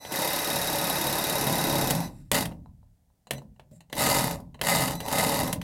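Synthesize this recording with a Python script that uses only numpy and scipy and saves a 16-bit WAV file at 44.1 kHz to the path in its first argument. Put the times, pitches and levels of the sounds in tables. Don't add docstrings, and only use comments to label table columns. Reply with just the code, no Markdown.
import sys
import numpy as np
from scipy import signal
from scipy.fft import rfft, irfft
from scipy.io import wavfile

SR = 44100
rng = np.random.default_rng(int(sys.argv[2]) if len(sys.argv) > 2 else 0)


def store_wav(level_fs):
    pcm = np.round(np.clip(np.atleast_2d(level_fs), -1, 1) * 32767)
    wavfile.write(sys.argv[1], SR, pcm.T.astype(np.int16))


N = 248283
T = np.arange(N) / SR


def from_db(db):
    return 10 ** (np.asarray(db) / 20)


def unit_rms(x, where=slice(None)):
    return x / np.sqrt(np.mean(x[where] ** 2) + 1e-20)


def at_hz(points, hz):
    points = np.array(points)
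    return np.interp(np.log(np.maximum(hz, 1)), np.log(points[:, 0]), points[:, 1])


def noise():
    return rng.standard_normal(N)


def convolve(x, response):
    return signal.fftconvolve(x, response)[:N]


def colour(x, spectrum, modes=(), size=8192):
    hz = np.fft.rfftfreq(size, 1 / SR)
    db = at_hz(spectrum, hz) - 10 * np.log10(1 + (spectrum[0][0] / (hz + 1)) ** 4)
    for centre_hz, width_hz, lift_db in modes:
        db = db + lift_db / (1 + (2 * (hz - centre_hz) / width_hz) ** 2)
    cepstrum = irfft(np.log(from_db(db)))
    cepstrum[1:size // 2] *= 2
    cepstrum[size // 2 + 1:] = 0
    response = irfft(np.exp(rfft(cepstrum)))
    return convolve(x, response / np.linalg.norm(response))


def fade(clicks, decay_s):
    return signal.lfilter([1], [1, -np.exp(-1 / (decay_s * SR))], clicks + 1e-18)


def lag(x, lag_s):
    return fade(x, lag_s) / (lag_s * SR)


def wobble(drift_s):
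    return unit_rms(fade(noise(), drift_s))


def passes(phase, spread_db):
    crossed = np.diff(np.floor(phase), prepend=np.floor(phase[0])) > 0
    return crossed * from_db(spread_db * np.clip(noise(), -2, 2))


def gates(rows, edge_s):
    return sum(from_db(db) * np.clip(np.minimum(T - start, end - T) / edge_s + .5, 0, 1)
               for start, end, db in rows)


# press_s, squeeze_s, rise_s, ease_s, release_s, top_speed_hz, crank_start_turns,
# drive_db, pipe_db, bite_share
PULLS = [(0, .1, .006, 1.799, 2.04, 17.76, .075, -29.4, -31.7, .92),
         (2.314, 2.314, .001, 2.333, 2.428, 26.2, .63, -26.5, -33.5, .35),
         (3.92, 3.953, .01, 4.145, 4.335, 24.26, .934, -28.2, -31.3, .25),
         (4.612, 4.612, .022, 4.792, 4.945, 23.67, .935, -29.5, -32.7, .08),
         (5.0, 5.035, .088, 5.335, 5.512, 19.1, .18, -29.9, -30.5, .35)]

def trigger():
    return sum(np.interp(T, [squeeze_s, squeeze_s + rise_s, ease_s, release_s],
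                         [CRAWL_SHARE, 1, 1, CRAWL_SHARE]) * (T >= press_s) * (T < release_s)
               for press_s, squeeze_s, rise_s, ease_s, release_s, *_ in PULLS)


def latest_pull(name):
    names = ["press_s", "squeeze_s", "rise_s", "ease_s", "release_s", "top_speed_hz",
             "crank_start_turns", "drive_db", "pipe_db", "bite_share"]
    columns = dict(zip(names, np.transpose(PULLS)))
    return columns[name][np.maximum(np.searchsorted(columns["press_s"], T, "right") - 1, 0)]


CRAWL_SHARE, FULL_BATTERY_SPEED_HZ = .24, 26.5

def motor(inertia_s=.0323, sag_per_s=.0102):
    press_s = latest_pull("press_s")
    pace = lag(trigger(), inertia_s)
    speed_hz = pace * latest_pull("top_speed_hz") * (1 - sag_per_s * (T - press_s))
    turns = np.cumsum(speed_hz) / SR
    crank_turns = latest_pull("crank_start_turns") + turns - np.interp(press_s, T, turns)
    return pace, speed_hz, crank_turns


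# start_s, end_s, level_db
WHINE_SPANS = [(2.03, 2.074, -49), (3.335, 3.378, -52.5), (4.945, 5.0, -49), (5.61, 5.64, -50)]
# harmonic_number, level_db
WHINE_PARTIALS = [(1, -7), (2, -2), (3, -2), (4, -11), (5, -12), (6, -12), (7, -12)]

def whine(switching_hz=1997.5):
    duty = np.clip(trigger() * latest_pull("top_speed_hz") / FULL_BATTERY_SPEED_HZ, 0, 1)
    level = from_db(-47.5) * (duty > 0) * (1 - duty) ** .7 + gates(WHINE_SPANS, edge_s=.01)
    phase = 2 * np.pi * switching_hz * T + .11 * wobble(.012)
    partials = sum(from_db(db + 2.1 * wobble(.015)) * np.sin(harmonic * phase)
                   for harmonic, db in WHINE_PARTIALS)
    return lag(level, .012) * partials


# freq_hz, density_db
AIR_SPECTRUM = [(12, -20), (20, -4), (182, 0), (388, -15), (698, -9), (1150, -23.5), (1910, -23),
                (2390, -26.5), (6010, -25), (7520, -24), (16000, -26)]

def air():
    return from_db(-73.5) * colour(noise(), AIR_SPECTRUM)


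# centre_hz, width_hz, lift_db
SAW_MODES = [(1254.5, 16, 10.5), (1490, 49, 4.5), (2058, 80, 4.5), (3740, 260, 1.5), (4710, 58, 4.5),
             (5370, 44, 4.5), (5400, 74, 2.5), (13300, 200, -0.5)]
# freq_hz, density_db
GEAR_SPECTRUM = [(650, -40), (1100, -10), (1240, -4), (1540, -12), (2040, 0.5), (2250, -15), (2920, -6),
                 (3260, -18.5), (3770, -6), (4130, -11), (4670, -6), (5770, -18.5), (6830, -9),
                 (12200, -11), (16000, -24)]

def gear_rattle(mesh, running):
    return unit_rms(colour(noise() * (mesh + .4), GEAR_SPECTRUM, SAW_MODES), running)


# freq_hz, density_db
TEETH_SPECTRUM = [(650, -24.5), (1100, -4.5), (1350, -3), (1930, 0.5), (2250, -10), (2550, -0.5),
                  (3190, -17.5), (3810, -1), (4170, -7), (5580, -3.5), (6910, -11), (9240, -8.5),
                  (11200, -5.5), (13700, -11.5), (16000, -25.5)]

def teeth_rasp(stroke, running):
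    chips = noise() * from_db(1.9 * noise()) * (.71 + .25 * np.abs(stroke))
    return unit_rms(colour(chips, TEETH_SPECTRUM, SAW_MODES), running)


# freq_hz, density_db
HONK_SPECTRUM = [(330, -20.5), (430, -5), (480, -4), (560, 0), (680, -2), (930, 0), (1050, -4.5),
                 (1200, -17.5), (1700, -43)]
# centre_hz, width_hz, lift_db
PIPE_MODES = [(440, 21, 4.3), (565, 40, 6.5), (790, 63, 3.6), (893, 17, 1.5)]
# freq_hz, density_db
GROWL_SPECTRUM = [(240, -12), (300, -1), (350, -1), (400, -16), (700, -42)]

def pipe_honk(mesh, knocks, bite, running):
    jolts = unit_rms(noise() * fade(knocks, .0066), running)
    shaking = noise() * (mesh + 1.2) + .46 * jolts
    honk = unit_rms(colour(shaking, HONK_SPECTRUM, PIPE_MODES), running)
    growl = unit_rms(colour(jolts + .6 * noise(), GROWL_SPECTRUM), running)
    return from_db(-.09) * honk + from_db(-8) * bite * growl


# freq_hz, density_db
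CABINET_SPECTRUM = [(20, -5.5), (34, -8), (48, -12.5), (75, -9.5), (105, -2.5), (130, -2.5), (160, -1),
                    (205, -1), (290, -2.5), (380, -14), (550, -44)]
# centre_hz, width_hz, lift_db
CABINET_MODES = [(164.8, 14, 5.7), (255.7, 9.8, 5), (282, 6.2, 2.65)]

def cabinet_boom(reversals, running):
    shudder = unit_rms(noise() * fade(reversals, .011), running)
    shoves = unit_rms(reversals, running) + 1.06 * shudder + .5 * noise()
    return from_db(-5) * unit_rms(colour(shoves, CABINET_SPECTRUM, CABINET_MODES), running)


# freq_hz, density_db
THUMP_SPECTRUM = [(25, -22.5), (60, -6.5), (110, -2.5), (165, 2.5), (260, -5.5), (350, -21), (600, -3),
                  (900, -40)]

def thump(clicks, decay_s):
    return colour(noise() * fade(clicks, decay_s), THUMP_SPECTRUM)


def contacts(rows, spectrum, decay_s, split_hz, thump_decay_s):
    start_s, db, treble_db, thump_db = np.transpose(rows)
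    clicks = np.zeros((3, N))
    clicks[:, np.round(start_s * SR).astype(int)] = from_db([db, db + treble_db, db + thump_db])
    body, treble = (colour(noise() * fade(c, decay_s), spectrum) for c in clicks[:2])
    body = signal.sosfilt(signal.butter(3, split_hz, "low", fs=SR, output="sos"), body)
    treble = signal.sosfilt(signal.butter(3, split_hz, "high", fs=SR, output="sos"), treble)
    return body + treble + from_db(-6.5) * thump(clicks[2], thump_decay_s)


# start_s, level_db, treble_offset_db, thump_offset_db
CLACKS = [(.0505, -32, -21, -5), (.124, -35, 6, -4), (1.296, -30, 6, -14), (1.901, -27, 5, -12),
          (1.9075, -21, 3, -1.5), (2.3155, -13, -1, -6), (2.344, -21, 1.5, -10), (2.455, -26.5, -5, -14),
          (3.3085, -19.7, -3, -12), (3.333, -35, -2.5, -2), (3.596, -43.5, -17, -9), (3.928, -25, -7, -14),
          (3.967, -34, -2, 4), (4.063, -21.5, -4, -3.5), (4.6135, -17.5, -6, -11), (5.0035, -28, -2, -5.5),
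          (5.083, -29, 1, -6), (5.183, -23, 5, -1), (5.528, -22, 2, -1), (5.615, -30.5, -8, -16)]
# freq_hz, density_db
CLACK_SPECTRUM = [(100, -11.5), (300, 2.5), (420, -2), (750, 6), (1300, -6), (1950, 2.5), (2400, -5),
                  (3000, 1.5), (4000, -4.5), (5500, -9), (7000, -5.5), (11000, -2), (16000, -12.5)]

def clacks():
    return contacts(CLACKS, CLACK_SPECTRUM, decay_s=.006, split_hz=4300, thump_decay_s=.036)


# freq_hz, density_db
KNOCK_SPECTRUM = [(500, -27), (1500, -9.5), (3000, -4), (5000, -2.5), (8500, -7.5), (11000, 2),
                  (13500, 0.5), (16000, -14.5)]

def yoke_knock(knocks, running):
    return unit_rms(colour(noise() * fade(knocks, .007), KNOCK_SPECTRUM), running)


def blade_squeal(turns, running, pitch_hz=3800, wander_hz=55):
    phase = 2 * np.pi * np.cumsum(pitch_hz + wander_hz * wobble(.0016)) / SR
    pull = np.maximum(np.sin(2 * np.pi * (turns + .04)), 0) * running
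    return unit_rms(pull * np.sin(phase) * from_db(1.2 * wobble(.003)), running)


# time_s, level_db
LEAN = [(.15, -38.5), (.45, -43.5), (.53, -35), (1.3, -36), (1.45, -30.5), (1.9, -29), (2.4, -28.5),
        (4.05, -30.5), (4.8, -30.8), (5.15, -32.5), (5.45, -29)]

def saw(meshes_per_turn=23, mean_lean_db=-33):
    pace, speed_hz, turns = motor()
    running = speed_hz > 12
    bite = np.clip(latest_pull("bite_share"), 0, 1)
    strain = 1 + 4 * lag(np.maximum(trigger() - pace, 0), .05)
    stroke = np.sin(2 * np.pi * turns)
    reversals = passes(2 * turns, spread_db=1)
    slack = np.maximum(pace, CRAWL_SHARE) ** -.45
    knocks = reversals * from_db(np.where(stroke >= 0, 0, -2.5)) * slack
    knock = yoke_knock(knocks, running)
    mesh = unit_rms(fade(passes(meshes_per_turn * turns, spread_db=6), .0012), running)
    idling = from_db(-1) * gear_rattle(mesh, running) * strain + from_db(-13.5) * knock
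    rasp = from_db(-3.5) * teeth_rasp(stroke, running)
    cutting = rasp + from_db(-10.5) * blade_squeal(turns, running) + from_db(-6) * knock
    drive = np.sqrt(bite) * cutting + np.sqrt(1 - bite) * idling
    lean_db = np.interp(T, *np.transpose(LEAN))
    pipe_db = latest_pull("pipe_db") + .33 * (lean_db - mean_lean_db)
    return (from_db(latest_pull("drive_db")) * pace ** 1.1 * drive
            + from_db(pipe_db) * pace ** .7 * np.sqrt(strain) * pipe_honk(mesh, knocks, bite, running)
            + from_db(lean_db) * pace ** .29 * cabinet_boom(reversals, running))


# start_s, level_db, treble_offset_db, thump_offset_db
TAPS = [(2.076, -52.5, 13, -2), (2.519, -44, -13, -2), (3.270, -48, 7, 0), (3.381, -44.5, 7.5, -5),
        (3.561, -63, -5, -3), (3.806, -48.5, 9, -12), (3.899, -50.5, 8, 1.5), (4.544, -39.5, -5, -5),
        (4.592, -43, -12.5, 2.5)]
# freq_hz, density_db
TAP_SPECTRUM = [(150, -7), (550, 3.5), (880, 8), (1300, -10.5), (2000, -2.5), (2400, -12), (2900, 0.5),
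                (3400, -19.5), (4000, -4.5), (5200, -29.5), (6800, -13), (15000, -31.5)]

def taps():
    return contacts(TAPS, TAP_SPECTRUM, decay_s=.0065, split_hz=3500, thump_decay_s=.028)


# start_s, end_s, squeak_db, rasp_db
SLIDES = [(2.1, 2.225, -71, -68), (2.225, 2.3, -80, -77), (3.72, 3.785, -66, -77)]
# freq_hz, density_db
SQUEAK_SPECTRUM = [(500, 17), (1500, -12.5), (5000, -18), (7500, 6.5), (10500, -9.5), (15000, -10)]
# centre_hz, width_hz, lift_db
SQUEAK_MODES = [(7500, 500, 7), (8950, 350, 8)]

def blade_slides():
    rows = np.array(SLIDES)
    friction = noise() * from_db(1.8 * wobble(.005))
    squeak = gates(rows[:, [0, 1, 2]], edge_s=.022) * colour(friction, SQUEAK_SPECTRUM, SQUEAK_MODES)
    rasp = gates(rows[:, [0, 1, 3]], edge_s=.022) * colour(friction, TEETH_SPECTRUM, SAW_MODES)
    return squeak + rasp


# start_s, level_db, thump_offset_db
BUMPS = [(2.513, -44, 6), (2.660, -50, -9), (2.830, -63, -2), (3.102, -69.5, -11), (3.270, -52, -14),
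         (3.419, -50, 5), (3.596, -49, -9), (3.712, -71, 28), (4.400, -46, -2)]
# pitch_hz, level_db, t60_s
PIPE_RING = [(565, -13, .06), (760, -4, .045), (880, 2, .04), (985, -2, .04), (1270, -19, .03),
             (2600, -23, .015), (3950, -14, .02), (7000, -24, .008)]

def blade_bumps():
    start_s, db, thump_db = np.transpose(BUMPS)
    clicks = np.zeros((2, N))
    clicks[:, np.round(start_s * SR).astype(int)] = from_db([db, db + thump_db])
    ring = sum(from_db(level_db - 60 * T / t60_s) * np.sin(2 * np.pi * pitch_hz * T)
               for pitch_hz, level_db, t60_s in PIPE_RING)
    return convolve(clicks[0], ring) + from_db(-2.5) * thump(clicks[1], decay_s=.019)


# freq_hz, t60_s
ROOM_DECAY = [(60, 1.5), (130, 0.86), (240, 0.34), (450, 0.33), (2000, 0.15), (12000, 0.08)]

def room(x, wet_db, boom_db):
    t = T[:int(1.3 * SR)]
    onset = np.clip((t - .002) / .0091, 0, 1)
    edges_hz = np.geomspace(30, 17000, 13)
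    tail = 0
    for low, high in zip(edges_hz, edges_hz[1:]):
        hz = np.sqrt(low * high)
        envelope = onset * from_db(-60 * t / at_hz(ROOM_DECAY, hz))
        bandpass = signal.butter(2, [low, high], "band", fs=SR, output="sos")
        band = signal.sosfilt(bandpass, rng.standard_normal(len(t))) * envelope
        gain = np.sqrt(2 * (high - low) / SR) * from_db(wet_db + boom_db / (1 + (hz / 300) ** 2))
        tail = tail + gain * band / np.linalg.norm(band)
    return x + convolve(x, tail)


def scene():
    handling = clacks() + taps()
    background = air()
    work = saw() + handling + blade_bumps() + blade_slides()
    return (room(work, wet_db=-12.5, boom_db=18.5) + whine() + background)[None]


def record(dry):
    cutoff_hz = 16100
    return signal.sosfilt(signal.ellip(10, .2, 80, cutoff_hz, fs=SR, output="sos"), dry)


dry = scene()
out = record(dry)
store_wav(out)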